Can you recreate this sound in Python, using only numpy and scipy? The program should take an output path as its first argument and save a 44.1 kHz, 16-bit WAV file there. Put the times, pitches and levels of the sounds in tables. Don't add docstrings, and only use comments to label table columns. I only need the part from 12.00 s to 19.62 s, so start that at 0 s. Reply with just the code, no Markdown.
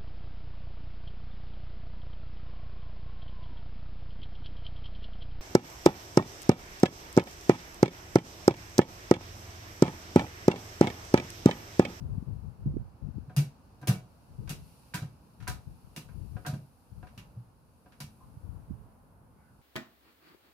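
import sys
import numpy as np
from scipy import signal
from scipy.fft import rfft, irfft
from scipy.io import wavfile
from scipy.ndimage import uniform_filter1d

SR = 44100
rng = np.random.default_rng(int(sys.argv[2]) if len(sys.argv) > 2 else 0)


def inscribe(sig):
    pcm = np.round(np.clip(np.atleast_2d(sig).T, -1, 1) * 32767)
    wavfile.write(sys.argv[1], SR, pcm.astype(np.int16))


N = 335844

# start_s, level_db, tilt_db_per_octave, body_db, bite_db,
# next_gap_s, next_relative_db, ring_relative_db, upper_ring_db
FOOTFALLS = [(1.3645, -3, 0.25, 6.5, 1.5, .018, -0.5, -37.5, -6),
             (1.8732, -2.5, 0.9, 10.5, 2, 0.0083, 2.5, -30.5, -5),
             (2.4937, -8, 0, 4, 3, 0.0091, 1.5, -43, 7), (2.9424, -2.5, -1.4, 1, -1.5, 0.007, 0.5, -36, 8),
             (3.4774, -3, -0.9, -1, -4, .017, -5, -30.5, 7), (3.963, -9, -0.5, 5, 3, 0.011, -8, -42, 8),
             (4.4642, -3, -1.94, -4, -4.5, .012, -14, -25, 0),
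             (5.1776, -12, -4, -6, 6, 0.011, -13, -51, -2), (6.0033, -8, -1.2, -3, 1, 0.012, -13, -36, 3)]
# start_s, level_db, tilt_db_per_octave, body_db
TOE_SCUFFS = [(1.815, -27, -1.5, 12), (1.894, 0.5, -11, 4), (1.911, -8, -12, -1),
              (2.476, -11.5, -7.5, -4.5), (2.9382, 5, -13.5, -26), (3.025, -15, -5, 7),
              (3.403, -14, -8.5, -19), (3.425, -15.5, -6.5, -6), (3.472, 6, -17.5, -19.5),
              (4.088, -18, -14, -5), (4.449, -1, -20, -15), (4.456, 1, -19, -11),
              (4.537, -17.5, -3.5, 14.5), (5.07, -16, -10, -15), (5.922, -18, -8.5, -16)]
# start_s, level_db
FOOT_LIFTS = [(1.297, -41.5), (1.828, -36), (4.366, -37), (5.028, -39.5), (5.860, -47)]
# frequency_hz, level_db
CLICK_SPECTRUM = [(100, -16.5), (300, 7.5), (500, -3), (900, -1.5), (1500, 1), (1950, 0), (2550, 0.5),
                  (3100, 1), (3700, 1), (5800, 2.5), (7500, -1), (10500, 1.5), (13500, -3.5), (16000, -13)]
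# frequency_hz, left_minus_right_db
CLICK_BALANCE = [(700, -1), (1300, -3), (2400, -4), (4400, 2), (8000, 0), (14000, 6)]
# centre_hz, width_hz, boost_db
SHELL_RESONANCES = [(2296, 15, 9.5), (2540, 73, 5), (2507, 48, 4), (2782, 85, 6.5), (3250, 25, 4.5),
                    (3946, 25, 11), (5300, 90, 1.5), (5900, 140, 1.5)]
# pitch_hz, level_db, t60_s
BUCKET_MODES = [(295, 1.5, 0.069), (468, -12.5, 0.16), (540, -3, 0.11), (634, -9.5, 0.29), (733.7, 2, 0.17),
                (988, 1.5, 0.093), (1160, -6, 0.041), (1254, -8, 0.19), (1430, -5, 0.11),
                (1464, -14.5, 0.27), (1591, 5.5, 0.059), (1700, -20, 0.068), (1766, -16, 0.15),
                (2370, -18, 0.14), (2590, -8, 0.031)]
# start_s, level_db, pitch_hz, rise_s, overtone_db
BASE_THUMPS = [(1.274, -35.5, 133, 0.016, -19), (1.367, -18, 144.5, 0.014, -19),
               (1.812, -40.5, 139, 0.028, -13), (1.881, -17.5, 123, 0.015, -6),
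               (2.501, -30, 157.4, 0.0081, -12.5), (2.944, -26.5, 154, 0.0068, -15),
               (3.019, -26.5, 131, 0.0083, -12.5), (3.968, -38, 153, 0.0098, -7.5),
               (4.467, -33, 140, 0.011, -12), (4.487, -26.5, 132, 0.012, -16.5),
               (4.529, -24, 138, 0.0086, -10.5), (5.177, -38, 121, 0.0078, -7),
               (5.362, -37.5, 114, 0.014, -7.5), (5.999, -40, 139.6, 0.02, -8),
               (6.040, -37, 128, 0.0061, -9)]
# frequency_hz, level_db
FEATHER_SPECTRUM = [(6000, -12), (8500, -9.5), (9600, 1), (12000, -5), (14300, -6), (15000, -13),
                    (16000, -38)]
# time_s, leaves_db, feathers_db
LEAF_AND_FEATHER_LEVELS = [(0.0, -79, -78.5), (0.87, -82.5, -84), (1.55, -79, -81.5), (2.39, -78, -76.5),
                           (2.67, -72.5, -69.5), (2.95, -73.5, -73), (3.16, -79, -78), (4.54, -76, -72),
                           (4.71, -81.5, -76.5), (5.18, -79, -76), (5.53, -84.5, -81), (6.17, -80.5, -74.5),
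                           (7.23, -88.5, -80.5), (7.62, -82.5, -78)]

# frequency_hz, t60_s
YARD_DECAY = [(150, 0.21), (550, 0.34), (1400, 0.24), (3700, 0.24), (9700, 0.22), (15000, 0.2)]
# frequency_hz, correlation
STEREO_LIKENESS = [(100, 1), (300, 0.97), (700, 0.44), (1400, 0), (3000, 0.023), (15000, 0)]

# frequency_hz, level_db
WIND_SPECTRUM = [(20, -37), (40, 0), (60, 5), (130, 3), (190, -6.5), (270, -18), (400, -24), (700, -37.5),
                 (1500, -60), (6000, -85)]
# start_s, length_s, left_db, right_db
WIND_GUSTS = [(0.0, 0.17, -31.5, -41.5), (0.261, 0.071, -30.5, -48), (0.415, 0.063, -35, -58),
              (0.583, 0.074, -38.5, -47), (0.644, 0.048, -28.5, -30), (0.744, 0.029, -38, -26.5),
              (1.011, 0.052, -30, -63), (1.134, 0.038, -32.5, -49), (2.283, 0.11, -46.5, -57),
              (2.375, 0.056, -31, -48), (2.524, 0.099, -43.5, -49), (3.388, 0.055, -39.5, -61),
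              (3.473, 0.032, -30.5, -37.5), (3.66, 0.02, -36, -46), (3.83, .04, -46, -59),
              (4.048, 0.081, -43, -66), (4.136, 0.12, -35, -66), (4.296, .07, -36.5, -57),
              (4.904, 0.14, -43, -54), (6.223, 0.19, -51, -62), (6.424, 0.15, -38.5, -62),
              (6.678, 0.047, -47.5, -36.5), (6.767, 0.086, -56, -52.5)]
# left_db, right_db
DRAUGHT_DB = [-75.5, -66.5]
# centre_s, level_db, pitch_hz, right_share
WIND_EDDIES = [(0.182, -18.5, 158, 0), (0.227, -24.5, 190, 0), (.662, -17, 185, 0.97),
               (0.676, -13.5, 141, 0.4), (.743, -24.5, 223, 0.94), (0.769, -16.5, 276, 1),
               (1.089, -23.5, 172, 0.09), (1.184, -24, 231, 0.07), (4.36, -21, 127, 0),
               (6.375, -31, 123, 0.95), (6.71, -22.5, 188, 0.93)]
# frequency_hz, level_db
LEAF_SPECTRUM = [(1200, -24), (2050, -8.5), (2650, 3), (3350, -7), (4500, 1.5), (7400, -9), (9000, -10),
                 (14000, -13.5), (15500, -30)]
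# frequency_hz, level_db
RUMBLE_SPECTRUM = [(20, -41), (45, 0), (130, -1), (250, -5.5), (360, -15.5), (500, -13), (640, -15.5),
                   (900, -13.5), (1200, -19), (1480, -22), (1900, -33), (2700, -36.5), (5000, -51.5),
                   (16000, -46)]
# time_s, level_db
RUMBLE_LEVELS = [(0.0, -65), (0.49, -67.5), (4.54, -69), (4.77, -72), (5.24, -66.5), (5.64, -72.5),
                 (6.6, -66.5), (7.62, -71)]
# start_s, length_s, start_hz, end_hz, level_db
TICK_AND_CALLS = [(6.203, 0.021, 965, 1015, -56), (7.3, 0.22, 2250, 1960, -82),
                  (7.326, 0.28, 1510, 1443, -75)]

NEXT_TILT_DB_PER_OCTAVE, NEXT_BODY_DB = -2.06, -3.5
BITE_HZ, BITE_WIDTH_HZ = 2780, 750
SCUFF_RING_DB = -31.5
PRESS_RING, PRESS_UPPER = 0.8, -0.45
PEEL_DB, PEEL_TILT_DB_PER_OCTAVE, PEEL_BODY_DB = 23, -12.5, 6
UPPER_RING_HZ, LIFT_UPPER_DB = 850, -2.5


def talons(level_db=-13, chatter_s=0.008, chatter_db=5.5, ripple_db=2.5, bounce_db=-4):
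    out, hz, t = np.zeros((2, N)), np.fft.rfftfreq(4096, 1 / SR), np.arange(1024) / SR
    ripple = unit_rms(uniform_filter1d(rng.standard_normal(len(hz)), size=8))
    shell_db = curve_at(CLICK_SPECTRUM, hz) + ripple_db * ripple * hz / (hz + 2000)
    shell_db += sum(bell_eq(hz, *resonance) for resonance in SHELL_RESONANCES)
    side_db = curve_at(CLICK_BALANCE, hz) / 2
    treble_octaves = np.log2(np.maximum(hz / 1500, 1))
    for start_s, db, tilt, body_db, bite_db, _, _ in foot_contacts():
        tone_db = shell_db + tilt * treble_octaves
        tone_db += body_db / (1 + (hz / 750) ** 4)
        tone_db += bell_eq(hz, BITE_HZ, BITE_WIDTH_HZ, bite_db)
        tick = np.array([minimum_phase(tone_db + side_db), minimum_phase(tone_db - side_db)])
        chatter = stereo_noise([(20, 0), (20000, 0)], size=1024, likeness=0.88) * np.exp(-t / chatter_s)
        path = yard_reverb(wet_db=7, build_s=0.0047)
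        path[:, :len(t)] += gain_of(chatter_db) * chatter / np.linalg.norm(chatter[0])
        for channel in path:
            channel[rng.integers(80, 900, size=2)] += gain_of(bounce_db)
        path[:, 0] -= 0.4
        add(out, start_s, gain_of(db + level_db) * signal.fftconvolve(tick, path, axes=1))
    return out


def bucket_knocks(level_db=-13, rise_s=0.0019):
    out, t = np.zeros((2, N)), np.arange(12000) / SR
    hz, mode_db, t60_s = np.transpose(BUCKET_MODES)[:, :, None]
    for start_s, *_, ring_db, upper_db in foot_contacts():
        strike_db = mode_db + upper_db * (hz > UPPER_RING_HZ) + rng.standard_normal(hz.shape)
        modes = np.sin(2 * np.pi * (hz * t + rng.random(hz.shape)))
        ring = (gain_of(strike_db - 60 * t / t60_s) * modes).sum(0)
        ring *= 1 - np.exp(-t / rise_s)
        add(out, start_s, gain_of(ring_db + level_db) * in_yard(ring, wet_db=-9, build_s=0.0051))
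    return out


def foot_contacts():
    for start_s, db, tilt, body_db, bite_db, gap_s, next_db, ring_db, upper_db in FOOTFALLS:
        yield start_s, db, tilt, body_db, bite_db, db + ring_db, upper_db
        yield (start_s + gap_s, db + next_db, tilt + NEXT_TILT_DB_PER_OCTAVE, body_db + NEXT_BODY_DB,
               bite_db, db + next_db + ring_db, upper_db)
    for start_s, db, tilt, body_db in TOE_SCUFFS:
        ring_db = db + SCUFF_RING_DB + PRESS_RING * body_db
        yield start_s, db, tilt, body_db, 0, ring_db, PRESS_UPPER * body_db
    for start_s, db in FOOT_LIFTS:
        yield start_s, db + PEEL_DB, PEEL_TILT_DB_PER_OCTAVE, PEEL_BODY_DB, 0, db, LIFT_UPPER_DB


def base_thumps(echo_s=0.084, echo_db=-22, overtone_ratio=1.508):
    out, t = np.zeros((2, N)), np.arange(10000) / SR
    for start_s, db, hz, rise_s, overtone_db in BASE_THUMPS:
        swell = (t / rise_s * np.exp(1 - t / rise_s)) ** 2
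        phase = 2 * np.pi * hz * t
        swing = np.sin(phase) + gain_of(overtone_db) * np.sin(overtone_ratio * phase)
        boom = gain_of(db) * in_yard(swell * swing, wet_db=-4.5, build_s=0.0079)
        add(out, start_s, boom)
        add(out, start_s + echo_s, gain_of(echo_db) * boom)
    return out


def feathers(trim_db=2):
    time_s, _, db = np.transpose(LEAF_AND_FEATHER_LEVELS)
    return fader(time_s, db + trim_db) * stereo_noise(FEATHER_SPECTRUM, size=N, likeness=0)


def wind(level_db=-1, eddy_db=-1):
    out = gain_of(level_db) * stereo_noise(WIND_SPECTRUM, size=N, likeness=0) * gust_envelope()
    t = np.arange(-700, 700) / SR
    for centre_s, db, hz, right_share in WIND_EDDIES:
        phase = 2 * np.pi * hz * t
        swing = np.sin(phase) / np.cosh(phase * 0.49)
        add(out, centre_s + t[0], gain_of(db + eddy_db) * np.outer([1 - right_share, right_share], swing))
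    return out


def gust_envelope(attack_s=0.018, release_s=0.046):
    t = np.arange(N) / SR
    power = np.outer(gain_of(DRAUGHT_DB) ** 2, np.ones(N))
    for start_s, length_s, left_db, right_db in WIND_GUSTS:
        attack = np.clip((t - start_s) / attack_s, 0, 1)
        release = np.exp(-np.maximum(t - start_s - length_s, 0) / release_s)
        power += np.outer(gain_of([left_db, right_db]), attack * release) ** 2
    return np.sqrt(power)


def leaves(trim_db=3):
    time_s, db, _ = np.transpose(LEAF_AND_FEATHER_LEVELS)
    return fader(time_s, db + trim_db) * stereo_noise(LEAF_SPECTRUM, size=N, likeness=0)


def far_rumble(trim_db=10):
    time_s, db = np.transpose(RUMBLE_LEVELS)
    return fader(time_s, db + trim_db) * stereo_noise(RUMBLE_SPECTRUM, size=N, likeness=0.83)


def tick_and_far_calls(waver_depth=0.084):
    out = np.zeros((2, N))
    for start_s, length_s, start_hz, end_hz, db in TICK_AND_CALLS:
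        size = round(length_s * SR)
        waver = unit_rms(uniform_filter1d(rng.standard_normal(size), size=120))
        hz = np.linspace(start_hz, end_hz, size) * (1 + waver_depth * waver)
        tone = np.sin(2 * np.pi * np.cumsum(hz) / SR) * np.hanning(size)
        add(out, start_s, gain_of(db) * in_yard(tone, wet_db=3, build_s=0.01))
    return out


def yard_reverb(wet_db, build_s):
    scatter = stereo_noise([(20, 0), (20000, 0.016)], size=16384, likeness=0.99)
    hz, t, bands = signal.stft(scatter, SR, nperseg=256)
    decay = gain_of(-60 * t / curve_at(YARD_DECAY, hz)[:, None])
    response = signal.istft(bands * decay, SR, nperseg=256)[1]
    response *= 1 - np.exp(-np.arange(response.shape[1]) / SR / build_s)
    response *= gain_of(wet_db) / np.linalg.norm(response[0])
    response[:, 0] += 1
    return response


def in_yard(mono, wet_db, build_s):
    return signal.fftconvolve(mono[None], yard_reverb(wet_db, build_s), axes=1)


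def stereo_noise(spectrum, size, likeness):
    hz = np.fft.rfftfreq(size, 1 / SR)
    left, unrelated = rfft(rng.standard_normal((2, size)))
    shared = np.clip(curve_at(STEREO_LIKENESS, hz) * likeness, -1, 1)
    right = shared * left + np.sqrt(1 - shared ** 2) * unrelated
    return unit_rms(irfft(np.array([left, right]) * gain_of(curve_at(spectrum, hz)), size))


def minimum_phase(db):
    log_gain = np.log(gain_of(np.concatenate([db, db[-2:0:-1]])))
    return np.fft.ifft(np.exp(signal.hilbert(log_gain).conj())).real


def bell_eq(hz, centre_hz, width_hz, boost_db):
    return boost_db / (1 + (2 * (hz - centre_hz) / width_hz) ** 2)


def curve_at(points, hz):
    point_hz, values = np.transpose(points)
    return np.interp(np.log(hz + 1), np.log(point_hz + 1), values)


def fader(time_s, db):
    return gain_of(np.interp(np.arange(N) / SR, time_s, db))


def gain_of(db):
    return 10 ** (np.asarray(db) / 20)


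def unit_rms(x):
    return x / np.sqrt(np.mean(x ** 2) + 1e-20)


def add(mix, start_s, sound):
    part = mix[:, round(start_s * SR):][:, :sound.shape[1]]
    part += sound[:, :part.shape[1]]


def scene():
    steps = talons() + bucket_knocks() + base_thumps()
    return steps + wind() + far_rumble() + leaves() + feathers() + tick_and_far_calls()


def record(dry, cutoff_hz=15950):
    fade_in = np.minimum(np.arange(N) / 200, 1)
    high_cut = signal.firwin(511, cutoff_hz, window=("kaiser", 9), fs=SR)
    return signal.oaconvolve(dry * fade_in, high_cut[None], "same")


dry = scene()
out = record(dry)
inscribe(out)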